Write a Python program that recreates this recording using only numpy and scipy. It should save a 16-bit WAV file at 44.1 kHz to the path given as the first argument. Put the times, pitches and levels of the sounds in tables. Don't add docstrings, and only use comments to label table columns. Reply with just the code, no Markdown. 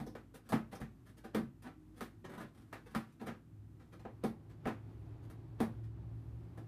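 import sys
import numpy as np
from scipy import signal
from scipy.fft import rfft, irfft
from scipy.io import wavfile
from scipy.ndimage import uniform_filter1d

SR = 44100
rng = np.random.default_rng(int(sys.argv[2]) if len(sys.argv) > 2 else 0)


def wav_out(sig):
    wavfile.write(sys.argv[1], SR, np.round(np.clip(np.atleast_2d(sig).T, -1, 1) * 32767).astype(np.int16))


N = 294492
RING_S = .6
TIME = np.arange(N) / SR
AGE = TIME[:int(RING_S * SR)]

# start in seconds, length in seconds, wood scuff in dB, claw hiss in dB.
STROKES = [(.337, 0.027, -59, -64), (0.451, 0.018, -70, -82), (0.488, .016, -51, -56.5),
           (0.711, 0.029, -55, -66.5), (0.746, 0.01, -58, -66), (0.799, .015, -55, -66),
           (1.052, 0.06, -64.5, -72.5), (1.167, 0.017, -66, -70.5), (1.237, .018, -52.5, -70),
           (1.619, 0.018, -65, -69.5), (1.636, .041, -51.5, -73), (1.958, 0.052, -63, -70),
           (2.241, .012, -52.5, -72), (2.282, 0.068, -51, -68), (2.374, 0.0069, -51.5, -68.5),
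           (2.392, 0.033, -49.5, -66), (2.542, 0.089, -65.5, -74.5), (2.857, .016, -61.5, -75),
           (2.894, 0.031, -66.5, -74.5), (3.122, 0.0026, -79, -82), (3.194, 0.018, -58, -80),
           (3.258, 0.016, -47.5, -63.5), (3.791, 0.031, -66.5, -85), (3.919, 0.018, -59.5, -75.5),
           (3.991, 0.0093, -64.5, -82), (4.486, .035, -67.5, -82), (5.219, 0.037, -68.5, -79),
           (5.296, 0.022, -62.5, -70.5), (5.832, .019, -71, -84), (6.57, 0.015, -63, -77)]
# start in seconds, pitch in Hz, level in dB.
CLAW_SKIDS = [(.064, 5370, -68.5), (0.751, 5460, -66), (2.247, 6150, -73.5)]
# start in seconds, wood clack in dB, panel boom in dB,
# latch tick in dB, boom tilt in dB per octave, frequency favoured by the point of contact in Hz.
DOOR_KNOCKS = [(0.0, -49.5, -41, -65, -8.5, 746), (.064, -56.5, -47, -67, 4, 530),
               (.151, -53.5, -48.5, -70.5, 11.5, 1430), (.521, -35.5, -67, -53.5, 1, 790),
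               (.527, -39, -28, -76, -1, 1350), (.727, -50.5, -54, -70, 21, 750),
               (.812, -53, -40.5, -84, -10, 1680), (1.346, -41, -32, -52.5, 4.5, 1240),
               (1.365, -51.5, -34, -77, -5, 1400), (1.42, -70, -41.5, -92, -8.5, 800),
               (2.007, -45.5, -43.5, -56.5, 4.5, 1460), (2.727, -47.5, -53, -63.5, 7.5, 1520),
               (2.948, -39, -34.5, -53.5, -4, 1260), (3.213, -51.5, -44, -70, 3, 785),
               (3.278, -48, -43, -70, 2.5, 1360), (4.051, -49, -46.5, -85, 11, 710),
               (4.237, -39.5, -31.5, -56, 2.5, 760), (4.655, -39.5, -38, -65.5, 4, 730),
               (4.671, -40.5, -36, -61.5, 5, 1080), (5.602, -36, -29.5, -53.5, 4, 700),
               (5.628, -47, -41.5, -66, 1, 550), (6.575, -56.5, -55, -77, 9, 520)]
# frequency in Hz, relative level in dB, seconds to fall 60 dB.
PANEL_MODES = [(53.4, -28.5, 0.42), (132, -12, 0.54), (144.7, -9, 0.2), (190.2, -13, 0.37),
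               (222.9, 2, 0.26), (242, -0.5, 0.15), (272, -5.5, 0.14), (320.5, -11, 0.31),
               (330.6, -13.5, 0.3), (382, -9, 0.18), (435.3, -8, 0.16), (488, -5, 0.075), (507.5, -20, 0.3),
               (518.7, -9, 0.11)]
# frequency in Hz, relative level in dB.
FRAME_MODES = [(598, -17), (662, -1.5), (718, -1), (760, 4.5), (785, 5), (872, -18), (975, -12), (1015, 1),
               (1090, -13), (1150, -27), (1243, 2), (1325, -10.5), (1358, -17), (1465, -39), (1593, -14),
               (1683, -1), (1730, -2.5), (1846, 0), (2030, -8), (2230, -24), (2450, -24), (3200, -11),
               (3580, -34)]
# frequency in Hz, relative spectral density in dB.
SCUFF_SPECTRUM = [(250, -13), (500, 9.5), (800, 2.5), (1300, 5.5), (2200, -4), (2900, -8.5), (3700, -11),
                  (5500, -19), (9000, -27)]
HISS_SPECTRUM = [(1500, -18), (3500, 2.5), (5800, 1), (7400, -1), (9000, 5), (12500, 2.5), (15500, -6)]
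BOOM_SPECTRUM = [(25, -50), (38, -24), (52, -28), (80, -16), (130, 3.5), (250, 6.5), (450, -6.5),
                 (600, -14), (900, -25.5)]
CLACK_SPECTRUM = [(250, 0), (480, -0.5), (780, 2), (900, 0), (1300, -2), (1900, -4), (2400, -8),
                  (2850, -12.5), (3500, -17), (5000, -24.5), (8000, -30.5)]
LATCH_SPECTRUM = [(1500, -30), (3500, 15.5), (5000, 9.5), (7200, 3), (9000, 9), (12500, 7), (15500, 0)]
RUMBLE_SPECTRUM = [(20, -13), (40, -8.5), (60, 7), (85, 1.5), (120, 10), (210, -10.5), (340, -2.5),
                   (480, -17.5), (800, -18.5), (1100, -24), (2200, -33.5), (4500, -42.5), (9000, -60)]
ROOM_SPECTRUM = [(20, -24), (35, -16), (54, 2), (75, -6), (110, 7.5), (150, -6.5), (230, -4), (330, -5),
                 (480, -23), (800, -24.5), (1200, -26.5), (2200, -34), (5000, -41.5), (14000, -42)]
# multiple of the drone's pitch, relative level in dB.
ENGINE_PARTIALS = [(.615, -8.5), (1, 1), (1.095, -19), (1.5, -15.5), (3, -22)]
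# time in seconds, level in dB.
DRONE_LEVELS = [(3.1, -81), (3.6, -57.5), (4.3, -65), (4.8, -54.5), (5.4, -58), (5.9, -47.5), (6.3, -48),
                (6.68, -54)]
# middle in seconds, length in seconds, middle pitch in Hz, top level in dB.
FAINT_TONES = [(0.091, 0.38, 303, -60), (1.853, 0.55, 308.6, -63.5)]
# frequency in Hz, level in dB.
HUM_PARTIALS = [(53.2, -71), (105.5, -77.5), (159.2, -72.5), (264.5, -71.5), (316, -78.5)]


def pawing():
    out = np.zeros(N)
    usual_scuff_db = -59
    for s, length_s, scuff_db, hiss_db in STROKES + light_touches(count=7):
        firm_db = scuff_db - usual_scuff_db
        boom_db = -54.5 + .84 * firm_db
        tilt_db = 1.4 - .2 * firm_db
        add(out, s, stroke(length_s, scuff_db, boom_db, hiss_db, tilt_db))
    return out


def light_touches(count, first_s=.25, last_s=3.5, length_s=.07, scuff_db=-76, hiss_db=-89):
    when, size = rng.random((count, 2)).T
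    starts = first_s + (last_s - first_s) * (np.arange(count) + when) / count
    offsets_db = 3 * (2 * size - 1)
    return [(s, length_s, scuff_db + db, hiss_db + db) for s, db in zip(starts, offsets_db)]


def stroke(length_s, scuff_db, boom_db, hiss_db, tilt_db):
    wood = burst(wash(tilted(SCUFF_SPECTRUM, tilt_db, 1000), early_t60=.0099, room_t60=.24, room_db=-1))
    wood += burst(frame_ring(tilted(FRAME_MODES, tilt_db, 1000)), -4.5)
    panel = burst(modes(PANEL_MODES, scatter_db=4.5, detune=.0048), -.38)
    panel += burst(wash(BOOM_SPECTRUM, early_t60=.29, room_t60=.38, room_db=-22))
    hiss = wash(HISS_SPECTRUM, early_t60=.0015, room_t60=.15, room_db=-3)
    force = slips(length_s, scatter_db=5, count=12)
    parts = [(wood, scuff_db), (panel, boom_db), (hiss, hiss_db)]
    return sum(burst(drive(force, part), db) for part, db in parts)


def skid(hz, db):
    band = [(hz / 2, -40), (hz * .8, -12), (hz, 0), (hz * 1.15, -4), (hz * 1.4, -30)]
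    force = slips(.016, scatter_db=3, count=8)
    claw = wash(band, early_t60=.01, room_t60=.28, room_db=-18)
    return burst(drive(force, claw), db)


def slips(length_s, scatter_db, count):
    force = np.zeros(len(AGE))
    progress = (np.arange(count) + rng.random(count)) / count
    pressure = np.sin(np.pi * progress) ** .15
    catches = rng.choice([-1, 1], count) * undb(scatter_db * rng.standard_normal(count))
    force[(progress * length_s * SR).astype(int)] = pressure * catches
    return force


def knocks(rebound_s=.027):
    out = np.zeros(N)
    for s, clack_db, boom_db, tick_db, boom_tilt_db, contact_hz in DOOR_KNOCKS:
        colour = boom_tilt_db, contact_hz
        add(out, s, knock(clack_db, boom_db, tick_db, *colour))
        add(out, s + rebound_s, knock(clack_db - 25, boom_db - 17, tick_db - 25, *colour))
        if s > RING_S:
            add(out, s + .00211 - RING_S, edge_rub(clack_db - 21.5))
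    return out


def knock(clack_db, boom_db, tick_db, boom_tilt_db, contact_hz, build_s=.0018):
    panel = burst(modes(tilted(PANEL_MODES, boom_tilt_db, 250), scatter_db=1, detune=.002))
    boom_colour = tilted(BOOM_SPECTRUM, boom_tilt_db, 250)
    panel += burst(wash(boom_colour, early_t60=.25, room_t60=.32, room_db=-17), -4)
    wood = wash(struck_at(CLACK_SPECTRUM, contact_hz), early_t60=.11, room_t60=.25, room_db=8)
    clack = burst(drive(chatter(loss_db=9.5), wood))
    clack += burst(frame_ring(struck_at(FRAME_MODES, contact_hz)), -3.5)
    tick = drive(chatter(loss_db=5), wash(LATCH_SPECTRUM, early_t60=.008, room_t60=.21, room_db=-15))
    slow, quick = rise(build_s), rise(build_s / 2)
    return burst(panel * slow, boom_db) + burst(clack * quick, clack_db) + burst(tick * quick, tick_db)


def struck_at(table, contact_hz, neutral_hz=1154, lift_db=5):
    table = tilted(table, 3.5 * np.log2(contact_hz / neutral_hz), 1000)
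    octaves_away = np.log2(table[:, 0] / contact_hz)
    table[:, 1] += lift_db * np.exp(-(octaves_away / .3) ** 2)
    return table


def chatter(loss_db, gap_s=.006, count=3):
    force = np.zeros(len(AGE))
    bounces_s = np.cumsum(gap_s * (.5 + rng.random(count)))
    force[0] = 1
    force[(bounces_s * SR).astype(int)] = undb(-loss_db * np.arange(1, count + 1))
    return force


def edge_rub(db):
    return burst((noise(SCUFF_SPECTRUM, len(AGE)) * fade(.041))[::-1], db)


def frame_ring(table):
    hz, db = table.T
    t60 = .17 * (hz / 1000) ** -.2
    return modes(np.c_[hz, db, t60], scatter_db=2, detune=.003)


def modes(table, scatter_db, detune):
    hz, db, t60 = np.transpose(table)[:, :, None]
    size, shift = rng.standard_normal((2, len(table), 1))
    polarity = (-1) ** np.arange(len(table))[:, None]
    envelopes = undb(db + scatter_db * size) * fade(t60)
    return np.sum(polarity * envelopes * np.sin(2 * np.pi * hz * (1 + detune * shift) * AGE), axis=0)


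def wash(spectrum, early_t60, room_t60, room_db):
    decay = np.hypot(fade(early_t60), undb(room_db) * fade(room_t60))
    return noise(spectrum, len(AGE)) * rise(.0007) * decay


def engine(idle_hz=104, pulls_away_s=3, rise_hz_per_s2=.75, swell_s=2.53):
    pulling_s = np.maximum(TIME - pulls_away_s, 0)
    phase = 2 * np.pi * np.cumsum(idle_hz + rise_hz_per_s2 * pulling_s ** 2) / SR
    drone = sum(undb(db + 2.4 * walk(12)) * np.sin(k * phase + .35 * k * walk(8))
                for k, db in ENGINE_PARTIALS)
    drone_db = np.interp(TIME, *np.transpose(DRONE_LEVELS))
    swell = np.sin(np.pi / 2 * np.minimum(pulling_s / swell_s, 1)) ** 2
    rumble = swell * undb(-53.5 + 2 * walk(9)) * noise(RUMBLE_SPECTRUM, N)
    return np.sqrt(2) * undb(drone_db) * drone + rumble


def faint_tone(middle_s, length_s, hz, db, rise_hz_per_s=21):
    t = TIME - middle_s
    swell = np.cos(np.pi * np.clip(t / length_s, -.5, .5)) ** 2
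    return np.sqrt(2) * undb(db) * swell * np.sin(2 * np.pi * (hz + rise_hz_per_s * t / 2) * t)


def room():
    hum = sum(undb(db + 2.8 * walk(3.4)) * np.sin(2 * np.pi * hz * TIME + .33 * walk(4))
              for hz, db in HUM_PARTIALS)
    return np.sqrt(2) * hum + undb(-61.5 + 1.1 * walk(4)) * noise(ROOM_SPECTRUM, N)


def drive(force, response):
    return signal.fftconvolve(force, response)[:len(AGE)]


def tilted(table, slope_db, pivot_hz):
    table = np.array(table, float)
    table[:, 1] += slope_db * np.log2(table[:, 0] / pivot_hz)
    return table


def rise(build_s):
    return 1 - np.exp(-(AGE / build_s) ** 2)


def fade(t60):
    return np.exp(-np.log(1000) * AGE / t60)


def noise(spectrum, size):
    hz, db = np.transpose(spectrum)
    log_hz = np.log(np.fft.rfftfreq(size, 1 / SR) + 1)
    gain = undb(np.interp(log_hz, np.log(hz), db, right=-90))
    x = irfft(rfft(rng.standard_normal(size)) * gain, size)
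    return x / x.std()


def walk(rate_hz):
    knots = rng.standard_normal(400)
    path = np.interp(TIME * rate_hz, np.arange(len(knots)), knots)
    return uniform_filter1d(path, int(SR / rate_hz / 2) + 1)


def burst(x, db=0):
    return x * undb(db) / np.sqrt(np.sum(x ** 2) / (.025 * SR))


def undb(db):
    return 10 ** (np.asarray(db) / 20)


def add(track, s, x):
    i = max(int(s * SR), 0)
    track[i:i + len(x)] += x[:max(N - i, 0)]


def scene():
    out = room() + engine() + knocks() + pawing()
    out += sum(faint_tone(*row) for row in FAINT_TONES)
    for s, hz, db in CLAW_SKIDS:
        add(out, s, skid(hz, db))
    return out[None]


def record(dry, bottom_hz=28, top_hz=15500):
    thin = signal.sosfilt(signal.butter(2, bottom_hz, "high", fs=SR, output="sos"), dry)
    return signal.sosfilt(signal.ellip(10, .2, 70, top_hz, fs=SR, output="sos"), thin)


dry = scene()
out = record(dry)
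wav_out(out)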